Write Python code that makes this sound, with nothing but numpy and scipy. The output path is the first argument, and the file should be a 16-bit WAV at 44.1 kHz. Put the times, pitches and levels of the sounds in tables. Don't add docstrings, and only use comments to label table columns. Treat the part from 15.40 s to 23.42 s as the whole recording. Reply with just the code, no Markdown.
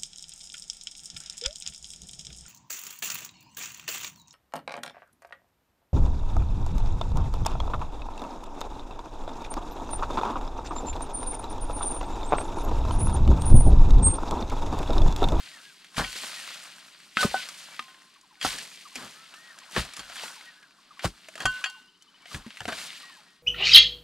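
import sys
import numpy as np
from scipy import signal
from scipy.fft import rfft, irfft
from scipy.io import wavfile

SR = 44100
rng = np.random.default_rng(int(sys.argv[2]) if len(sys.argv) > 2 else 0)


def pcm_store(signal):
    levels = np.round(np.clip(np.atleast_2d(signal), -1, 1) * 32767)
    wavfile.write(sys.argv[1], SR, levels.astype(np.int16).T)


def gain_from_db(level_db):
    decades = np.asarray(level_db, float) / 20
    return 10 ** decades


N = 353814

# f/Hz, level/dB per Hz
AIR_COLOUR = [(15, -47), (25, -23), (97, -30), (212, 16.5), (463, 1), (734, -33), (1070, 11.5),
              (2350, -4.5), (4250, 13), (5280, -21), (12200, -25), (14800, -21), (16000, -54)]
# f/Hz, level/dB per Hz
GRIT_COLOUR = [(240, -42), (400, -2), (676, -8.5), (1030, -3.5), (1270, -9.5), (1630, 6), (3870, 8),
               (5690, -4), (8630, -0.5), (10100, -4.5), (12300, -15), (15000, -23), (16000, -39)]
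# f/Hz, level/dB per Hz
SHEAR_COLOUR = [(130, 5), (300, -1), (600, 0), (1000, 2.5), (1800, 4.5)]
# f/Hz, likeness/0 to 1
EAR_LIKENESS = [(60, .997), (500, .985), (1500, .97), (3000, .93), (6000, .85), (15000, .5)]
# f/Hz, level/dB
LEFT_LEAN = [(60, .55), (180, .8), (550, .5), (800, 1.5), (1500, .6), (2900, 3.1), (4500, 1.1), (6500, -.5),
             (10000, -1.3), (14000, -5)]
# f/Hz, phase/rad
LEFT_LEAD = [(60, -.06), (250, -.12), (800, -.3), (1500, -.27), (2800, -.55), (6500, -.62), (12000, -.45)]
# f/Hz, level/dB
MIC_TREBLE = [(8000, -2.5), (10000, -0.5), (12500, -3), (14500, -8.5), (15700, -2.5)]

# start t/s, top t/s, end t/s, top f/Hz, level/dB
WHISTLE_ARCHES = [(.115, .12, .195, 1890, -57), (.222, .265, .33, 1660, -58),
                  (2.315, 2.33, 2.385, 2310, -59), (3.74, 3.84, 3.93, 1330, -63),
                  (3.74, 3.85, 3.87, 1830, -68), (3.945, 3.99, 4.01, 1270, -66),
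                  (3.945, 4.065, 4.15, 1905, -56), (4.16, 4.24, 4.26, 1900, -66),
                  (5.055, 5.065, 5.14, 1900, -57), (.968, .975, 1.05, 1900, -55),
                  (5.16, 5.19, 5.2, 1680, -61), (5.215, 5.222, 5.27, 1660, -60),
                  (7.545, 7.665, 7.77, 1900, -57), (7.82, 7.87, 8.4, 1880, -74)]
# start t/s, end t/s, period/s, from f/Hz, to f/Hz
PIP_TRILL = (6.345, 7.05, .066, 2940, 3110)
# t/s, length/s, f/Hz, level/dB
BIRD_PEEPS = [
    (6.823, 0.042, 2270, -59),
    (6.87, 0.018, 2130, -52),
    (6.853, 0.016, 1900, -53),
    (6.89, .012, 2170, -58),
    (6.855, .02, 3150, -57),
    (6.82, .014, 1070, -58),
]
# t/s, level/dB, pitch/ratio, spacing/s
CLUCK_CALLS = [
    (2.757, -56, .97, .075),
    (3.452, -50, 1.02, .064),
    (4.148, -49, 1.0, .067),
    (4.822, -48, 1.0, .067),
    (5.383, -61, .95, .16),
    (5.506, -48.5, 1.04, .064),
    (6.212, -47, .99, .067),
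    (6.665, -64, 1.0, .07),
    (6.911, -49, 1.01, .066),
    (7.629, -50, 1.0, .067),
]
# first f/Hz, settled f/Hz, drop time/s, level/dB, level lost with the drop/dB
CLUCKS = [
    (1210, 770, .026, .5, -19),
    (1130, 770, .018, -3, -12),
    (1100, 850, .016, -3.5, -6),
]

# t/s, flow as grit level/dB, lumpiness/dB
SOIL_FLOW = [(0, -47, -7.5), (.5, -57, -6.5), (.73, -40.5, -9.5), (1.0, -39.5, -6), (1.52, -52.5, -7.5),
             (1.81, -55.5, -12), (1.94, -38, -6), (2.85, -62.5, -5.5), (4.4, -52, -2.5), (4.8, -43.5, -3.5),
             (5.29, -62, -2.5), (5.94, -53.5, -6.5), (6.2, -45.5, -3.5), (6.54, -69, -8.5), (6.86, -61, 1),
             (7.22, -50, -5.5), (7.39, -38.5, -9), (8.02, -66, -2.5)]
# start t/s, deepest t/s, grit level/dB, t60 after/s, coarse relative level/dB
EARTH_BURSTS = [(0.55, 0.583, -26, 0.23, 2.5), (0.742, 0.758, -45.5, 0.41, 0), (0.795, 0.839, -41, 0.23, -2),
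                (1.752, 1.812, -26.5, 0.25, -3.5), (1.79, 1.84, -34, 0.097, 1.5),
                (2.994, 3.05, -27, 0.66, -7), (3.2, 3.413, -55, 2.4, -22), (3.532, 3.562, -43, 0.85, 1),
                (4.294, 4.381, -28.5, 0.23, -2), (4.543, 4.602, -46, 0.049, 5.5),
                (4.695, 4.832, -41, 0.47, -3), (5.609, 5.653, -30, 0.095, 1.5),
                (5.94, 6.024, -44.5, 0.19, 7.5), (6.85, 6.951, -38.5, 0.15, 0.5),
                (7.274, 7.28, -47.5, 0.63, 12.5)]
# t/s, peak level/dB, settled f/Hz, t60/s
DEEP_THUMPS = [(0.0, -55, 90, .25), (.578, -21.5, 40.3, 0.26), (1.859, -37.5, 60.5, 0.25),
               (3.053, -36, 45.7, 0.29), (3.555, -58, 50, 0.31), (3.639, -48, 92, 0.12),
               (4.377, -21, 50.7, 0.18), (4.588, -52, 45, 0.49), (5.65, -17.5, 44, 0.13),
               (6.051, -23, 38, 0.15), (6.945, -27, 42.3, 0.17), (7.209, -40, 80, 0.19),
               (7.252, -42, 71, 0.4)]
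# t/s, peak level/dB, settled f/Hz, t60/s
HOLLOW_THUDS = [(1.769, -24, 206, 0.043), (1.827, -18, 569, 0.1), (1.847, -5, 210, 0.031),
                (1.939, -40, 242, 0.17), (1.942, -30.5, 663, 0.1), (6.054, -18, 690, 0.028),
                (2.392, -45.5, 229, 0.11), (3.048, -19, 260, 0.05), (3.563, -41, 243, 0.45),
                (4.364, -16, 440, 0.04), (5.652, -25, 150, .06), (5.643, -17, 500, .03),
                (5.66, -28, 300, .06), (7.206, -36, 702, 0.1), (7.064, -27.5, 209, 0.072),
                (7.278, -30.5, 222, 0.14), (7.284, -25, 646, 0.11), (7.322, -29, 627, 0.048)]
# t/s, peak level/dB, f/Hz, snap relative level/dB
LOUD_CRUMBS = [(.76, -32, 2440, -12), (0.839, -29, 1520, -18), (.868, -29, 2600, -12),
               (.995, -40, 1300, -12), (1.029, -39, 2900, -14), (1.076, -28.5, 1150, -25),
               (1.105, -42, 1300, -15), (1.144, -33, 2500, -5), (1.224, -40, 2270, -5),
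               (1.254, -37, 2550, -6), (1.383, -43, 3370, -8), (1.483, -41, 2370, -12),
               (1.601, -47, 3600, -1), (1.915, -30, 900, -10), (2.307, -54, 1200, -25),
               (2.424, -37, 3000, -13), (2.543, -39.5, 1670, -38), (2.62, -49, 3600, -5),
               (.618, -27, 1600, -26), (4.338, -45, 2000, -21), (5.607, -33, 2100, -25),
               (4.632, -38, 2090, -15), (2.812, -61, 3000, 13), (2.955, -52, 1610, -22),
               (3.129, -25, 2700, -10), (3.314, -37, 2500, -15), (3.557, -30, 750, -6),
               (3.561, -24, 2400, -10), (4.187, -37.5, 1520, 0), (5.009, -32, 2170, -23),
               (5.308, -50, 2800, -7.5), (6.021, -32, 1530, -3), (6.036, -31, 1100, -12),
               (7.16, -42, 1630, -15), (7.188, -42, 2000, -12), (7.196, -42, 2300, -12),
               (7.216, -27, 1700, -20), (7.279, -27, 1900, -8), (7.288, -22, 1300, -10),
               (7.306, -33, 1700, -10), (7.328, -21, 1600, -15), (7.377, -34, 2040, -3),
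               (7.388, -32, 2500, -15), (7.4, -31, 3300, -8), (7.415, -26, 3000, -12),
               (7.445, -34, 3000, -15), (4.572, -29, 1200, -8), (4.58, -32, 1900, -8),
               (4.766, -28, 3400, -12), (4.88, -29, 3400, -12)]
# t/s, peak level/dB, f/Hz, snap relative level/dB
PEBBLE_FALLS = [(.072, -38, 1470, -14), (.544, -42, 1040, -8), (0.729, -44, 1520, 8),
                (1.941, -43, 1540, -33), (2.088, -30.5, 1200, 1), (3.013, -28, 3200, -10),
                (3.555, -25, 2500, -6), (3.939, -37, 1310, -8), (4.45, -33, 720, -3.5),
                (4.536, -37, 1190, 3), (4.566, -33.5, 1660, 1), (4.593, -32, 1140, -10),
                (4.698, -35, 720, -8), (4.757, -28, 1620, -7), (5.593, -28, 2400, -40),
                (5.885, -33, 646, -7), (5.938, -51, 1510, -15), (5.955, -31.5, 646, -7.5),
                (5.978, -31, 1230, -11), (6.299, -50.5, 1520, 12), (6.623, -65, 1540, 19.5),
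                (6.856, -40, 710, -35), (7.064, -44, 790, -6), (7.105, -34.5, 1630, -27),
                (7.171, -29, 1950, -20), (7.529, -44, 3050, -12), (0.445, -42.5, 1580, -7),
                (3.185, -28, 1680, -2.5), (5.228, -46, 1610, -15)]
# t/s, peak level/dB, f/Hz, t60/s, snap relative level/dB
STONE_STRIKES = [(.567, -21, 1700, 0.06, -19), (.646, -17, 2300, 0.03, -20), (1.77, -7.5, 1300, 0.057, -41),
                 (1.77, -6.5, 2115, 0.017, -38), (1.829, -6.5, 1248, 0.047, -38),
                 (2.393, -15.5, 1234, 0.038, -69), (3.027, -20, 3300, 0.04, -10),
                 (3.047, -12.5, 1330, 0.052, -18), (4.363, -11, 1760, 0.025, -30),
                 (4.365, -14.5, 1110, 0.037, -43), (4.835, -22.5, 888, 0.032, -11),
                 (5.643, -12, 760, 0.02, -22), (5.65, -14, 1110, 0.025, -30), (5.648, -20, 1700, .04, -20),
                 (6.004, -21, 1660, 0.035, -12), (6.056, -10, 1180, 0.06, -13),
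                 (6.24, -18, 2550, 0.052, -31), (6.24, -13.5, 1660, 0.054, -52),
                 (6.24, -12, 3373, 0.039, -48), (6.945, -22, 1710, 0.04, -18.5),
                 (7.205, -17, 1800, 0.02, -18), (7.254, -18.5, 730, 0.03, -33),
                 (7.282, -21.5, 1520, 0.071, -19), (7.322, -23, 1780, 0.053, -22)]

# f/Hz, level/dB, t60/s
EDGE_MODES = [(5243, -3, .045), (5500, -10, .08), (6370, -14, .1), (7140, -1, .1), (8650, -12, .09),
              (9620, -9, .09), (12050, -20, .07)]
# t/s, level/dB
EDGE_HITS = [
    (4.593, -48),
    (5.956, -52),
    (6.004, -47),
    (6.054, -32),
    (6.241, -37),
    (6.258, -46),
    (6.14, -52),
    (2.088, -48),
]
BLADE_PITCHES = [764, 1050, 1270, 1502, 1674, 1873, 2163, 2600, 2805, 3165, 3262, 4495, 5000, 7140]
# level/dB, t60/s
BLADE_MODES = [(-3, 0.08), (-12, 0.43), (-3.5, 0.09), (-9, 0.52), (-7, 0.06), (-1, 0.077), (-10, 0.063),
               (0.5, 0.028), (-12.5, 0.63), (-10, 0.29), (0, 0.07), (-9.5, 0.18), (-10, 0.044),
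               (-16, 0.066)]
# t/s, level/dB, share of free decay, edge tilt/dB per octave, extra main mode level/dB
BLADE_CLANGS = [(0.64, -35, 1.2, 3, 5), (1.785, -36, 5, 1.5, 22), (1.773, -37, 2, 4, 6),
                (1.83, -22.5, .3, -11, 4), (1.942, -31, 0.66, -19.5, 15), (2.396, -55.5, 2.7, 0, -29),
                (2.48, -48, 0.85, -1, 6), (3.012, -36, 0.95, 7, 1), (4.593, -45, 0.4, 10, -2),
                (3.048, -29, 0.6, -17, 1), (3.554, -51, .7, 3, -19), (4.628, -52, 1, 0, 11),
                (4.895, -43, 0.35, 3, 8), (4.775, -42, .5, 5, -2), (5.008, -54.5, 1.9, 4, 11),
                (5.955, -53, 0.29, 13.5, -10), (5.594, -44, 0.43, 2, 0), (6.003, -35, 1.3, 1, -1),
                (6.054, -19.5, 0.82, -0.5, 9), (6.242, -29, 0.3, 5.5, -10), (6.258, -32, 0.94, 2.5, 7),
                (2.97, -60, 1, -3, 11), (7.205, -46, 0.3, 0, 8), (7.28, -46, 0.4, -13, 13)]
BLADE_STOPS = [.72, 1.822, 1.94, 2.006, 2.7, 3.2, 3.9, 4.67, 5.4, 5.65, 6.054, 6.86, 7.254, 7.42]


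def rms_one(x):
    return x / np.sqrt(np.mean(x ** 2) + 1e-20)


def at_hz(points, hz):
    points_hz, values = np.transpose(points)
    return np.interp(np.log(hz), np.log(points_hz), values)


def band(x, low_hz, high_hz):
    sos = signal.butter(2, [low_hz, min(high_hz, .45 * SR)], "band", fs=SR, output="sos")
    return signal.sosfilt(sos, x)


def drift(rate):
    r = np.exp(-80 * np.pi * rate / SR)
    slow = signal.lfilter([1], [1, -2 * r, r * r], rng.standard_normal(N // 40 + 2002))[2000:]
    return np.interp(np.arange(N) / 40, np.arange(len(slow)), rms_one(slow))


def ring(x, hz, t60):
    r = gain_from_db(-60 / (max(t60, .003) * SR))
    w = 2 * np.pi * hz / SR
    return signal.lfilter([0, np.sin(w)], [1, -2 * r * np.cos(w), r * r], x)


def coloured(excite, spectrum, low_hz, high_hz, patchy_db):
    out, together = 0, drift(9.3)
    bands = max(2, round(2 * np.log2(high_hz / low_hz)))
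    edges = np.geomspace(low_hz, high_hz, bands + 1)
    for k, (low, high) in enumerate(zip(edges, edges[1:])):
        mid, side = band(excite[k % 2], low, high)
        hz = np.sqrt(low * high)
        alike = np.clip(at_hz(EAR_LIKENESS, hz), 0, 1)
        flicker_db = patchy_db * (together + 0.055 * drift(43))
        stereo = np.sqrt(1 + alike) * mid + np.sqrt(1 - alike) * side * [[1], [-1]]
        out = out + gain_from_db(at_hz(spectrum, hz) + flicker_db) * stereo
    return rms_one(out)


def open_air():
    hiss = coloured(rng.standard_normal((2, 2, N)), AIR_COLOUR, 29.6, 14460, patchy_db=-1.5)
    breeze = rms_one(band(rng.standard_normal(N), 13, 84))
    return gain_from_db(-64.5) * hiss + gain_from_db(-85.0) * breeze


def bird_note(rows, at_s=0, db=0, ratio=1):
    s, hz, level_db = np.transpose(rows)
    t = np.arange(s[0], s[-1], 1 / SR)
    fade = np.clip(np.minimum(t - s[0], s[-1] - t) / 0.004, 0, 1)
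    phase = 2 * np.pi * np.cumsum(ratio * np.interp(t, s, hz)) / SR
    wave = np.sin(phase) * gain_from_db(np.interp(t, s, level_db) + db + 7.0) * fade
    out, start = np.zeros(N), round((s[0] + at_s) * SR)
    out[start:start + len(t)] = wave
    return out


def clucks():
    out, u = np.zeros(N), np.linspace(0, .046, num=16)
    notes = []
    for high, low, drop_s, db, lost_db in CLUCKS:
        drop = np.exp(-(u / drop_s) ** 2)
        notes.append(np.c_[u, low + (high - low) * drop, db + lost_db * (1 - drop) - 150 * u])
    spread = [1.5, .015]      # dB, pitch ratio
    lots = rng.standard_normal((len(CLUCK_CALLS), len(notes), 2)) * spread
    for (s, db, ratio, gap), lot in zip(CLUCK_CALLS, lots):
        for k, note in enumerate(notes):
            out += bird_note(note, s + k * gap, db + lot[k, 0], ratio + lot[k, 1])
    return out


def whistles():
    out, waver = np.zeros(N), drift(40)
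    for first, top, last, hz, db in WHISTLE_ARCHES:
        s = np.linspace(first, last, num=24)
        rise = .1 * min(1, 30 * (top - first)) * ((top - s) / (top - first)) ** 2
        fall = .19 * np.abs((s - top) / (last - top)) ** 2.5
        loss = np.where(s < top, rise, fall)
        level_db = db - 48 * loss + 2.6 * np.interp(s, np.arange(N) / SR, waver)
        out += bird_note(np.c_[s, hz * (1 - loss), level_db][s < N / SR])
    return out


def birds():
    near = clucks() + whistles()
    for s, length, hz, db in BIRD_PEEPS:
        near += bird_note([(s, hz, db), (s + length, hz, db - 6)])
    start, end, period, from_hz, to_hz = PIP_TRILL
    pip = [(0, from_hz, -66), (.015, (from_hz + to_hz) / 2, -65), (.03, to_hz, -69)]
    for s in np.arange(start, end, period):
        near += bird_note(pip, s)
    echoes = sum(gain_from_db(db) * np.roll(near, round(lag_s * SR))
                 for lag_s, db in [(.017, -19), (.083, -19), (.13, -18)])
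    return near * gain_from_db(2.2 * drift(40)) + echoes


def grains(per_s, spread_db, hiss):
    born = rng.random(N) < per_s * gain_from_db(2.2 * drift(18)) / SR
    sizes = born * gain_from_db(spread_db * np.minimum(rng.exponential(1, N), 1.7))
    taps = rms_one(signal.lfilter([1], [1, -.9], sizes))
    return (taps + hiss) * rng.standard_normal((2, 2, N))


def soil():
    s, flow_db, lump_db = np.transpose(SOIL_FLOW)
    t = np.arange(N) / SR
    flow_db, lump_db = np.interp(t, s, flow_db), np.interp(t, s, lump_db)
    grit, clods = gain_from_db(flow_db), gain_from_db(flow_db + lump_db)
    sand = gain_from_db(flow_db - 6 - 0.34 * lump_db)
    rumble = gain_from_db(-66.5 + 0.41 * (flow_db + 49))
    shear = np.zeros(N)
    for start, deepest, db, t60, coarse_db in EARTH_BURSTS:
        span = slice(round(start * SR), round((deepest + 1) * SR))
        u = t[span]
        rise_db = -27.5 * np.clip((deepest - u) / max(deepest - start, .002), 0, 1)
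        decay_db = -60 * np.clip(u - deepest, 0, 1) / t60
        cut = gain_from_db(db + rise_db + decay_db) * np.clip((u - start) / 0.016, 0, 1)
        grit[span] += cut
        sand[span] += gain_from_db(-3.5 - 2.8 * max(coarse_db - 6.0, 0)) * cut
        shear[span] += gain_from_db(coarse_db + 0.2 * rise_db) * cut
    fine = grains(per_s=600.0, spread_db=4.0, hiss=1.8)
    coarse = grains(per_s=250.0, spread_db=3.3, hiss=1.6)
    out = grit * coloured(fine, GRIT_COLOUR, 1773, 4760, patchy_db=1.7)
    out += sand * coloured(fine[..., ::-1], GRIT_COLOUR, 4115, 13820, patchy_db=0.97)
    out += clods * coloured(coarse, GRIT_COLOUR, 483, 1728, patchy_db=2.0)
    out += shear * coloured(fine[::-1], SHEAR_COLOUR, 143.0, 1787, patchy_db=3.0)
    out += rumble * coloured(coarse, SHEAR_COLOUR, 143, 480, patchy_db=0.0)
    return out


def bank():
    out, t = np.zeros(N + SR), np.arange(SR // 2) / SR
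    waves = [(*row, 150) for row in DEEP_THUMPS]
    waves += [(*row, 1.112 * row[2]) for row in HOLLOW_THUDS]
    noises = rng.standard_normal((len(waves), len(t)))
    for (s, db, last_hz, t60, first_hz), noise in zip(waves, noises):
        hz = last_hz + (first_hz - last_hz) * np.exp(-t / 0.011)
        phase = 2 * np.pi * np.cumsum(hz) / SR
        heave = 0.29 * (last_hz < 65) * np.sin(phase / 2)
        rough = rms_one(band(noise, .5 * last_hz, 1.31 * first_hz))
        wave = np.sin(phase) + heave + 0.62 * rough
        envelope = (1 - np.exp(-t / 0.0011)) * gain_from_db(db - 2.0 - 60 * t / t60)
        out[round(s * SR):][:len(t)] += envelope * wave
    return out[:N]


def knocks():
    out, size = np.zeros(N + SR), SR // 10
    t = np.arange(size) / SR
    hits = [(*row, 0) for row in STONE_STRIKES]
    hits += [(s, db, hz, 0.044, snap_db, 0) for s, db, hz, snap_db in PEBBLE_FALLS]
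    hits += [(s, db, hz, 0.028, snap_db, -4) for s, db, hz, snap_db in LOUD_CRUMBS]
    noises = rng.standard_normal((len(hits), size))
    for (s, db, hz, t60, snap_db, extra_db), noise in zip(hits, noises):
        crack_db = -13 - 0.44 * (db + 21.5) - 0.047 * (snap_db + 18) + extra_db
        blow = noise * np.exp(-t / .0014)
        burst = noise * gain_from_db(-60 * t / max(.8 * t60, .004))
        body = ring(blow, hz, t60) + 0.54 * ring(blow, 1.9 * hz, t60) + 0.21 * burst
        dull = band(body, 0.37 * hz, 1.0 * hz)
        crack = gain_from_db(crack_db + 15) * band(burst, 1360, 3600)
        snap = gain_from_db(snap_db + 6.5) * band(burst, 2780, 7600)
        out[round(s * SR):][:size] += gain_from_db(db) * (0.54 * dull / np.abs(dull).max() + crack + snap)
    return out[:N]


def slope(x):
    t = np.arange(SR // 4) / SR
    tails = band(rng.standard_normal((2, len(t))), 300, 8600) * gain_from_db(-60 * t / 0.098) * (t > .004)
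    return signal.fftconvolve(x[None], tails / np.sqrt(SR * 0.0015), axes=1)[:, :N]


def edge():
    out, t = np.zeros(N + SR), np.arange(SR // 4) / SR
    hz, level_db, t60 = np.transpose(EDGE_MODES)[:, :, None]
    sines = np.sin(2 * np.pi * hz * t)
    lots = rng.standard_normal((len(EDGE_HITS), len(EDGE_MODES), 1))
    for (s, db), lot in zip(EDGE_HITS, lots):
        modes = np.sum(gain_from_db(db + level_db + 2 * lot - 60 * t / t60) * sines, axis=0)
        out[round(s * SR):][:len(t)] += modes * np.minimum(t / .001, 1)
    return out[:N]


def blade():
    out, t = np.zeros(N + SR), np.arange(SR * 3 // 4) / SR
    hz = np.c_[BLADE_PITCHES]
    level_db, t60 = np.transpose(BLADE_MODES)[:, :, None]
    sines = np.sin(2 * np.pi * hz * t)
    number = np.arange(len(BLADE_MODES))[:, None]
    main, twist = number == 3, number == 1
    lots = rng.standard_normal((len(BLADE_CLANGS), len(BLADE_MODES), 1))
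    for (s, db, share, tilt_db, main_db), lot in zip(BLADE_CLANGS, lots):
        twist_db = .6 * max(-main_db, 0) - 2 * max(main_db - 10, 0)
        struck_db = level_db + lot + tilt_db * np.log2(hz / 1500) + main_db * main + twist_db * twist
        modes = np.sum(gain_from_db(struck_db - 60 * t / (share * t60)) * sines, axis=0)
        free_s = min(stop for stop in BLADE_STOPS if stop > s + .01) - s
        stilled = gain_from_db(-60 * np.clip(t - free_s, 0, 1) / .025)
        out[round(s * SR):][:len(t)] += gain_from_db(db) * modes * stilled * np.minimum(t / 0.0014, 1)
    return out[:N] * gain_from_db(2.0 * drift(27))


def scene():
    far_birds = birds() * gain_from_db([[.5], [-.5]])
    blows = knocks() + edge() + blade()
    blows = blows + gain_from_db(-19) * slope(blows)
    return open_air() + far_birds + soil() + bank() + blows


def top_cut(x):
    return signal.sosfilt(signal.butter(12, 16390, fs=SR, output="sos"), x)


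def record(dry):
    hz = np.maximum(np.arange(N // 2 + 1) * SR / N, 1)
    lean = gain_from_db(at_hz(LEFT_LEAN, hz) / 2) * np.exp(.5j * at_hz(LEFT_LEAD, hz))
    treble = gain_from_db(at_hz(MIC_TREBLE, hz)) * (hz < 15780)
    ports = irfft(rfft(dry) * [lean, 1 / lean] * treble, N)
    return top_cut(ports)


dry = scene()
out = record(dry)
pcm_store(out)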